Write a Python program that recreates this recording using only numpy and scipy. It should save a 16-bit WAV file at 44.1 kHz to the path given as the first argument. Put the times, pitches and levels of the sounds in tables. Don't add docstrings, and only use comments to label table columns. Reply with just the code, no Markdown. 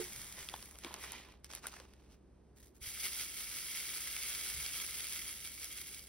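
import sys
import numpy as np
from scipy import signal
from scipy.fft import rfft, irfft, next_fast_len
from scipy.io import wavfile
from scipy.ndimage import uniform_filter1d

SR = 44100
rng = np.random.default_rng(int(sys.argv[2]) if len(sys.argv) > 2 else 0)


def generate_wav(sig):
    pcm = np.round(np.clip(np.atleast_2d(sig).T, -1, 1) * 32767).astype(np.int16)
    wavfile.write(sys.argv[1], SR, pcm)


N = 268260
SIZE = next_fast_len(N + SR // 2)
HZ = np.maximum(np.arange(SIZE // 2 + 1) * SR / SIZE, 1)
TIME = np.arange(N) / SR

# (frequency [Hz], level [dB per Hz])
ROOM = [(15, -44), (27, -16), (38, 1.5), (50, 12), (75, -1), (110, 4.5), (180, -0.5), (390, 0.5),
        (560, -10), (800, -12), (1200, -19.5), (3500, -30.5), (9000, -31.5), (15000, -52)]
# (frequency [Hz], rms level [dB])
HUM = [(47.5, -75.5), (66.1, -66), (199.2, -78), (506, -88), (597, -88)]
# (time [s], level [dB])
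HUM_LEVEL = [(0, 1), (3.2, 0), (3.33, -6), (4.1, -2.5), (4.5, -1), (6.09, 1.5)]
# (frequency [Hz], left lead [rad], likeness [0-1], left minus right [dB])
STEREO = [(100, 0, .9, -.5), (350, -.1, .6, -2.6), (750, -.5, .35, -1.3), (1300, .1, .9, -2),
          (2000, .2, .93, -1), (2700, .9, .75, -3.3), (3400, .4, .78, -1.1), (4700, 1.4, .48, -4.2),
          (5800, 1.5, .6, -1), (6250, 1.9, .7, 0), (6650, 2.9, .97, 0), (7000, 3.1, .99, 0),
          (7650, 3.25, .99, 0), (8450, 4.4, .72, 0), (10000, 6.2, .97, 0), (11500, 6.5, .85, 0),
          (12350, 8, .8, 0), (12700, 9.3, .99, 0), (14200, 9.5, .995, 0), (15300, 11.8, .7, 0)]
# (frequency [Hz], level [dB], t60 [s])
KNOCK = [(361, -38, 0.18), (440, -35, 0.092)]
# (time [s], level [dB], pitch [Hz], t60 [s])
BUMPS = [(0.167, -51, 119, 0.18), (.488, -35, 3330, 0.01), (0.54, -29.5, 880, 0.012),
         (0.5389, -33.5, 3420, 0.0092), (.8468, -37, 2260, 0.013), (0.848, -40, 339, 0.055),
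         (.862, -43, 300, 0.041), (.867, -41, 1070, 0.018), (0.884, -37.5, 1110, 0.0079),
         (.909, -38, 910, 0.014), (0.941, -37, 1040, 0.017), (1.1335, -44, 950, .016),
         (1.14, -39, 900, 0.011), (1.446, -37.5, 5200, 0.0055), (1.6412, -39, 1400, .009),
         (1.6466, -37, 1230, 0.009), (1.6526, -39, 1300, .007), (1.657, -32.5, 1450, 0.013),
         (1.768, -44, 1750, 0.011), (1.802, -48.5, 506, 0.032), (2.813, -47, 58.7, 0.13),
         (2.816, -57, 2280, .04), (2.872, -42, 84.6, 0.052), (4.544, -49, 69.4, 0.44),
         (4.574, -50.5, 145, 0.15)]
# (pitch [ratio], level [dB], t60 [share of the main t60])
BUMP_NEIGHBOURS = [(.68, -8.5, 0.44), (1.45, -9.5, 0.68)]
# (time [s], low band [dB], middle band [dB], high band [dB])
TICKS = [(.3825, -51.5, -59, -53), (0.4881, -58, -44.5, -50), (.5402, -47, -60, -55),
         (0.6265, -58, -51.5, -52), (.711, -70, -68, -53), (0.787, -60.5, -59, -50),
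         (0.837, -72, -50.5, -65), (.8467, -49, -45, -48.5), (.941, -51, -46.5, -45.5),
         (0.9633, -58, -56, -72), (1.0382, -48.5, -52, -50), (1.120, -55, -68, -42.5),
         (1.4445, -68, -54.5, -51), (1.503, -54.5, -57, -70), (1.513, -60, -52, -65),
         (1.526, -60, -53, -54), (1.5354, -50.5, -51, -52), (1.5507, -62, -51, -41), (1.561, -62, -53, -57),
         (1.574, -60, -63, -67), (1.669, -50.5, -48.5, -38), (1.683, -59, -62, -61),
         (1.7235, -60, -58, -60), (1.73, -57, -64, -66), (1.7394, -52, -56, -67), (1.766, -55, -61, -64),
         (1.8, -59, -56, -60), (1.852, -62, -70, -78), (1.9362, -70, -64.5, -67), (5.644, -66, -58, -43)]
# (low edge [Hz], high edge [Hz], t60 [s])
TICK_BANDS = [(500, 1800, .014), (1800, 6000, .006), (6000, 12500, .005)]
# (level [dB], t60 [s])
AFTER_RING = (-24, .05)
# (frequency [Hz], t60 [s], level [dB])
POT_RINGS = [(2110, 0.038, -7.5), (2530, .025, -5.5), (3300, 0.047, -7), (5550, 0.021, 6)]
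# (frequency [Hz], t60 [s], level [dB])
TRAY_RINGS = [(1306, 0.019, -14), (1997, 0.022, -9), (2133, 0.02, -7.5), (2275, 0.026, -4),
              (2740, 0.038, -11.5), (3246, 0.02, -5), (3663, 0.028, -11.5), (4860, 0.022, -8),
              (5700, 0.013, -4.5), (7300, .012, -31), (10400, 0.0062, -1)]
# (time [s], knock [dB], tick [dB])
LANDINGS = [(.041, -60, -39), (.123, -49, -48), (.132, -52, -43), (0.161, -55, -41), (.216, -53, -39.5),
            (.325, -56, -42), (.39, -56, -45), (.428, -50, -59), (0.497, -47, -53), (0.562, -52, -48),
            (.592, -56, -59), (0.604, -61, -52), (0.657, -63, -45), (.755, -55, -66), (.928, -57, -53),
            (1.045, -47, -50), (1.131, -47, -59), (1.25, -57, -71), (1.304, -63, -71), (1.322, -59, -69.5),
            (2.829, -53, -68), (2.862, -49, -45), (2.889, -58, -38), (3.055, -45.5, -35), (3.065, -44, -43),
            (3.203, -46, -53), (3.406, -41, -47), (3.514, -49, -47), (3.541, -49, -47), (3.553, -50, -47),
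            (3.586, -46, -46), (3.626, -47, -52), (3.761, -55, -47), (3.801, -48, -49), (3.892, -43, -45),
            (3.937, -47, -51), (4.074, -44.5, -45), (4.165, -43, -38), (4.233, -43, -37), (4.284, -46, -37),
            (4.296, -56, -40), (4.32, -41, -47), (4.35, -42, -42), (4.463, -45, -48), (4.5, -48, -36),
            (4.662, -39, -44), (4.752, -48, -40), (4.8, -39.5, -45), (4.864, -53, -35), (4.943, -44, -46),
            (5.006, -41.5, -42), (5.043, -45, -40), (5.069, -46, -37), (5.124, -46, -36), (5.133, -52, -39),
            (5.156, -48, -46), (5.16, -41, -49), (5.192, -46, -39), (5.292, -45, -48), (5.449, -47, -50),
            (5.474, -48, -42), (5.727, -56, -40), (5.774, -60, -42), (5.785, -49, -46), (5.814, -53, -38),
            (5.87, -63, -41), (5.946, -55, -41), (5.993, -59, -43)]
# (peak time [s], length [s], level [dB])
SCUFF = [(2.585, 0.027, -62.5), (2.64, 0.057, -63), (2.762, 0.023, -65.5)]
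# (peak time [s], length [s], level [dB])
SCRAPES = [(.36, 0.11, -53), (.54, 0.044, -48), (.67, 0.1, -59), (.755, 0.014, -51.5), (.865, 0.042, -45.5),
           (.945, 0.064, -45), (1.05, 0.044, -48.5), (1.135, 0.082, -49), (1.26, 0.11, -55.5)]
# (peak time [s], length [s], crinkle [dB], rub [dB])
PRESSES = [(1.455, 0.017, -58.5, -68), (1.515, 0.032, -55, -55.5), (1.562, 0.04, -54, -53),
           (1.65, 0.031, -53.5, -47), (1.679, 0.017, -49.5, -56), (1.735, 0.055, -56, -54.5),
           (1.795, 0.07, -63, -54), (1.9, 0.069, -73, -64), (2.03, 0.13, -75, -65.5),
           (2.125, 0.034, -67.5, -62.5)]
# (peak time [s], length [s], stirred [dB], spilled [dB])
JERKS = [(.405, 0.055, -54.5, -45.5), (.58, 0.15, -69, -70), (.865, 0.072, -57.5, -55),
         (1.035, 0.064, -54, -45.5), (1.135, .11, -52.5, -54.5), (1.3, 0.063, -68, -68)]
# (time [s], level [dB])
POUR = [(0, -38), (.08, -43.5), (.22, -43), (.33, -47), (.64, -49.5), (.76, -57), (.98, -57), (1.3, -73),
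        (1.42, -90)]
# (time [s], level [dB])
SHAKE = [(2.79, -87), (2.817, -56), (2.83, -50), (3.5, -46.5), (3.82, -44.5), (4.4, -43.5), (5.22, -46.5),
         (5.41, -50.5), (5.97, -52.5), (6.08, -59)]
# (peak time [s], length [s], level [dB])
JOLTS = [(2.88, .06, -48.5), (2.95, 0.047, -54), (3.015, 0.056, -45), (3.056, 0.039, -40),
         (3.145, 0.07, -46), (3.208, 0.052, -42.5), (3.4, 0.063, -46.5), (3.568, 0.044, -47),
         (3.765, 0.074, -47), (3.96, 0.038, -47.5), (4.285, 0.088, -48.5), (4.475, 0.058, -48),
         (4.635, 0.067, -48), (4.768, 0.031, -44), (4.82, .035, -46.5), (4.95, 0.017, -56),
         (4.992, 0.066, -48.5), (5.135, 0.064, -46.5), (5.29, 0.05, -50), (5.455, 0.039, -49),
         (5.63, 0.049, -48), (5.725, 0.041, -52), (5.785, 0.059, -50.5), (5.88, 0.017, -53),
         (5.945, 0.059, -54.5)]
# (frequency [Hz], level [dB per Hz])
RUB_COLOUR = [(150, -7), (350, -1), (700, -2), (1050, 0), (1500, -7), (2400, -6), (4000, -9), (12000, -37)]
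# (frequency [Hz], level [dB per Hz])
CRINKLE_COLOUR = [(300, -18), (1500, -4), (2600, 0), (3600, -5), (5600, 1), (8000, -2), (10500, -7),
                  (15500, -12)]
# (frequency [Hz], level [dB per Hz])
SLIDE_COLOUR = [(300, -7), (1200, -5), (3500, 0), (7000, -1.5), (15500, -41)]
# (frequency [Hz], level [dB per Hz])
POT_COLOUR = [(150, 4), (400, -4.5), (900, -3.5), (1400, -3), (2000, 1.5), (2800, -4.5), (3400, -0.5),
              (4200, -2), (7000, 4), (10000, -1.5), (12500, 2.5), (15500, -2.5)]
# (frequency [Hz], level [dB per Hz])
TRAY_COLOUR = [(150, -20), (400, -12), (900, -13), (1120, -12.5), (1350, -7), (1850, -6), (2500, -4.5),
               (3000, -3), (4000, -2), (6000, -.5), (8000, -2), (11000, -1.5), (13400, 0), (15500, -3)]
# (frequency [Hz], width [Hz], lift [dB])
POT_MODES = [(2005, 330, 11), (2430, 170, 9.5), (3120, 630, 6), (5440, 400, 0.5)]
# (frequency [Hz], width [Hz], lift [dB])
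LIP_MODES = [(3600, 200, 2), (5660, 260, 3), (7350, 450, 1), (9700, 630, 7.5)]
# (frequency [Hz], width [Hz], lift [dB])
TRAY_MODES = [(1310, 160, 4), (1680, 120, 2), (2070, 170, 7), (2260, 190, 9), (2700, 150, 5.5),
              (3270, 220, 6.5), (4680, 200, 2), (4960, 160, 4.5), (5750, 250, 2), (7330, 450, 8),
              (9150, 800, 4), (10250, 450, 7.5), (12000, 600, 2)]

ROOM_NOISE_DB = -64.5
CEILING_S, ROOM_T60_S = 0.013, 0.072
CUTOFF_HZ = 15700
RISE_SHARE, FALL_POWER = 0.45, 2


def from_db(db):
    return 10 ** (np.asarray(db) / 20)


def rms_one(x):
    return x / np.sqrt(np.mean(x ** 2) + 1e-20)


def gains(rows):
    s, *columns = np.transpose(rows)
    return [from_db(np.interp(TIME, s, c, left=-200, right=-200)) for c in columns]


def swells(moves):
    share, power = RISE_SHARE, 0
    coarse = TIME[::20]
    for s, length, *levels_db in moves:
        age = (coarse - s) / length
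        rising = (age / share) ** 2
        falling = (np.abs(age) / (1 - share)) ** FALL_POWER
        away = np.where(age < 0, rising, falling)
        power = power + from_db(levels_db)[:, None] ** 2 * .5 ** np.minimum(away, 60)
    return [np.sqrt(np.interp(TIME, coarse, p)) for p in power]


def over_hz(rows):
    hz, *columns = np.transpose(rows)
    return [np.interp(np.log(HZ), np.log(hz), c) for c in columns]


def filtered(x, response):
    return irfft(rfft(x, SIZE) * response, SIZE)[..., :N]


def body(colour, modes=()):
    db = over_hz(colour)[0]
    db = db + sum(lift / (1 + (2 * (HZ - hz) / width) ** 2) for hz, width, lift in modes)
    cepstrum = irfft(np.log(rms_one(from_db(db))), SIZE)
    cepstrum[1:SIZE // 2] *= 2
    cepstrum[SIZE // 2 + 1:] = 0
    return np.exp(rfft(cepstrum, SIZE))


def drift(corner_hz):
    return rms_one(filtered(rng.standard_normal(N), 1 / (1 + (HZ / corner_hz) ** 2)))


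def contacts(per_s, spread_db, clump_db, clump_hz, contact_s):
    sizes = from_db(spread_db * np.minimum(rng.exponential(1, N), 4) + clump_db * drift(clump_hz))
    energy = sizes ** 2 * (rng.random(N) < per_s / SR) + 1e-9
    energy = signal.lfilter([1], [1, -np.exp(-2 / (contact_s * SR))], energy)
    steady = energy / (uniform_filter1d(energy, size=2001) + 1e-3)
    return np.sqrt(steady) * rng.standard_normal((2, N))


def tail(start_s, t60):
    decay = rng.standard_normal(N) * from_db(-60 * np.minimum(TIME / t60, 4)) * (TIME > start_s)
    return rfft(decay / np.sqrt(np.sum(decay ** 2)), SIZE)


def room(x, ceiling_db=-17, tail_db=-14, dull_hz=7000):
    echo = from_db(ceiling_db) * np.exp(-2j * np.pi * HZ * CEILING_S)
    tails = np.array([tail(0.0043, ROOM_T60_S) for row in x])
    return filtered(x, 1 + echo + from_db(tail_db) * tails / (1 + 1j * HZ / dull_hz))


def stereo_image(x):
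    lead, alike, balance_db = over_hz(STEREO)
    centre, offset = x
    sides = np.array([[1], [-1]])
    side = np.exp(.5j * sides * lead) * from_db(sides * balance_db / 2)
    shared = filtered(centre, side * np.sqrt((1 + alike) / 2))
    return shared + filtered(offset, side * sides * np.sqrt((1 - alike) / 2))


def background(waver_db=-0.5, waver_rad=0.72):
    hum = 0
    for hz, db in HUM:
        level = from_db(db + waver_db * drift(2.4)) * np.sqrt(2)
        hum = hum + level * np.sin(2 * np.pi * hz * TIME + waver_rad * drift(4.0))
    noise = from_db(ROOM_NOISE_DB) * filtered(rng.standard_normal((2, N)), body(ROOM))
    return hum * gains(HUM_LEVEL)[0] + stereo_image(noise)


def ring(s, db, hz, t60, rise_cycles=0.34):
    out, at = np.zeros(N), int(s * SR)
    age = TIME[:min(N - at, int(2 * t60 * SR))]
    rise = 1 - np.exp(-age * hz / rise_cycles)
    out[at:at + len(age)] = rise * from_db(db - 60 * age / t60) * np.sin(2 * np.pi * hz * age)
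    return out


def bump(s, db, hz, t60):
    neighbours = sum(ring(s, db + rel_db, hz * ratio, t60 * share) for ratio, rel_db, share in BUMP_NEIGHBOURS)
    return ring(s, db, hz, t60) + neighbours


def handling(knock_pan_db=-4.0):
    knock = sum(ring(0, db, hz, t60) for hz, db, t60 in KNOCK)
    panned = knock * from_db(knock_pan_db * np.array([[1], [-1]]))
    return panned + sum(bump(*row) for row in BUMPS)


def ticks():
    out, t = np.zeros((2, N)), TIME[:SR // 20]
    after_db, after_t60 = AFTER_RING
    for k, (low, high, t60) in enumerate(TICK_BANDS):
        band = signal.butter(2, [low, high], "band", fs=SR, output="sos")
        decay = from_db(-60 * t / t60) + from_db(after_db - 60 * t / after_t60)
        cracks = signal.sosfilt(band, rng.standard_normal((len(TICKS), 2, len(t))) * decay)
        cracks /= np.sqrt(np.sum(cracks ** 2, axis=-1, keepdims=True) / (SR // 200))
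        for (s, *bands_db), crack in zip(TICKS, cracks):
            at = int(s * SR)
            out[:, at:at + len(t)] += from_db(bands_db[k]) * crack
    return out


def struck(hits, modes, vary_db=1.5, detune=0.025):
    out, t = np.zeros((2, N + SR)), TIME[:SR // 20]
    hz, t60, db = np.transpose(modes)[..., None]
    decay = from_db(db - 60 * t / t60)
    for s, level_db in hits:
        pitch, size, centre, offset = rng.standard_normal((4, len(modes), 1))
        tones = np.sin(2 * np.pi * hz * (1 + detune * pitch) * t)
        rings = from_db(level_db + vary_db * size) * decay * tones
        at = int(s * SR)
        out[:, at:at + len(t)] += np.sum(np.sign([centre, offset]) * rings, axis=1)
    return out[:, :N]


def after_rings(tray_db=-2.5, pot_db=-6.5):
    tray = struck([(s, knock_db + tray_db) for s, knock_db, _ in LANDINGS], TRAY_RINGS)
    return tray + struck([(s, middle_db + pot_db) for s, _, middle_db, _ in TICKS], POT_RINGS)


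def rubbing(pot_db=-8.0):
    _, rub = swells(PRESSES)
    slips = contacts(800, spread_db=-1.0, clump_db=0.7, clump_hz=21, contact_s=0.00052)
    pot = filtered(slips * np.hypot(swells(SCRAPES)[0], rub), body(RUB_COLOUR))
    skin = contacts(700, spread_db=1.0, clump_db=1.0, clump_hz=40, contact_s=0.0026)
    fingers = filtered(skin * swells(SCUFF)[0], body(POT_COLOUR))
    return from_db(pot_db) * pot + fingers


def bags(level_db=-1.0):
    crinkle, _ = swells(PRESSES)
    snaps = contacts(1000, spread_db=1.5, clump_db=-0.5, clump_hz=89, contact_s=0.0031)
    return from_db(level_db) * filtered(snaps * crinkle, body(CRINKLE_COLOUR))


def sliding(per_s=1300):
    stirred, _ = swells(JERKS)
    hits = contacts(per_s, spread_db=0.5, clump_db=-0.5, clump_hz=36, contact_s=0.0019)
    return filtered(hits * stirred, body(SLIDE_COLOUR, POT_MODES))


def landings(level_db=-2.0, t60=0.013, split_hz=4200):
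    out, t = np.zeros((2, 2, N)), TIME[:SR // 40]
    for s, *levels_db in LANDINGS:
        tick = rng.standard_normal((2, len(t))) * from_db(-60 * t / t60)
        tick /= np.sqrt(np.sum(tick ** 2, axis=-1, keepdims=True) / (SR // 500))
        at = int(s * SR)
        out[..., at:at + len(t)] += from_db(levels_db)[:, None, None] * tick
    step, tray = 1j * HZ / split_hz, body(TRAY_COLOUR, TRAY_MODES)
    parts = [tray * top / (1 + np.sqrt(2) * step + step ** 2) for top in (1, -step ** 2)]
    parts = [part / np.sqrt(np.mean(np.abs(part) ** 2)) for part in parts]
    return from_db(level_db) * sum(filtered(x, part) for x, part in zip(out, parts))


def rattle(flow, per_s, split_hz=4000, floor_growth=0.17, hop_db=-13.0):
    vigour = flow / np.percentile(flow, 85)
    knocks = contacts(.3 * per_s * vigour ** 0.62, spread_db=0.5, clump_db=0.5, clump_hz=20, contact_s=0.00072)
    chatter = contacts(per_s * vigour ** 0.96, spread_db=-1.5, clump_db=1.5, clump_hz=12, contact_s=0.0023)
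    hops = from_db(hop_db) * contacts(130, spread_db=2.0, clump_db=4.5, clump_hz=29, contact_s=0.0017)
    low, high = (signal.butter(2, split_hz, kind, fs=SR, output="sos") for kind in ("low", "high"))
    floor = signal.sosfilt(low, knocks + hops) * vigour ** floor_growth
    bright = signal.sosfilt(high, chatter - 1.38 * hops)
    return flow * (floor + bright)


def ringing(flow, per_s, grip_db=1.0):
    strikes = (rng.random(N) < per_s / SR) * from_db(rng.uniform(-8, 0, N))
    spectrum = 0
    for hz, t60, db in TRAY_RINGS:
        hits = rms_one(strikes * rng.standard_normal((2, N)) * from_db(grip_db * drift(3.1)))
        mode = 1 / (1 + 1j * np.pi * hz * t60 / np.log(1000) * (HZ / hz - hz / HZ))
        mode = mode / np.sqrt(np.mean(np.abs(mode) ** 2))
        spectrum = spectrum + from_db(db) * rfft(hits * flow, SIZE) * mode
    return irfft(spectrum, SIZE)[..., :N]


def damped_tray(ring_share):
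    return [(hz, width, ring_share * lift) for hz, width, lift in TRAY_MODES]


def pouring(level_db=-6.5, per_s=2200, ring_share=0.16, rings_db=-21, strikes_per_s=220):
    _, spilled = swells(JERKS)
    flow = np.hypot(gains(POUR)[0], spilled)
    beads = filtered(rattle(flow, per_s), body(POT_COLOUR, damped_tray(ring_share) + LIP_MODES))
    return from_db(level_db) * beads + from_db(rings_db) * ringing(flow, strikes_per_s)


def shaking(level_db=1.34, per_s=7000, ring_share=0.7, rings_db=-12.0, strikes_per_s=260):
    flow = np.hypot(gains(SHAKE)[0], swells(JOLTS)[0])
    beads = filtered(rattle(flow, per_s), body(TRAY_COLOUR, damped_tray(ring_share)))
    return from_db(level_db) * beads + from_db(rings_db) * ringing(flow, strikes_per_s)


def scene():
    contact_sounds = ticks() + after_rings() + rubbing() + bags()
    bead_sounds = sliding() + landings() + pouring() + shaking()
    return background() + handling() + stereo_image(room(contact_sounds + bead_sounds))


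def record(dry):
    return signal.sosfilt(signal.ellip(10, .1, 80, CUTOFF_HZ, fs=SR, output="sos"), dry)


dry = scene()
out = record(dry)
generate_wav(out)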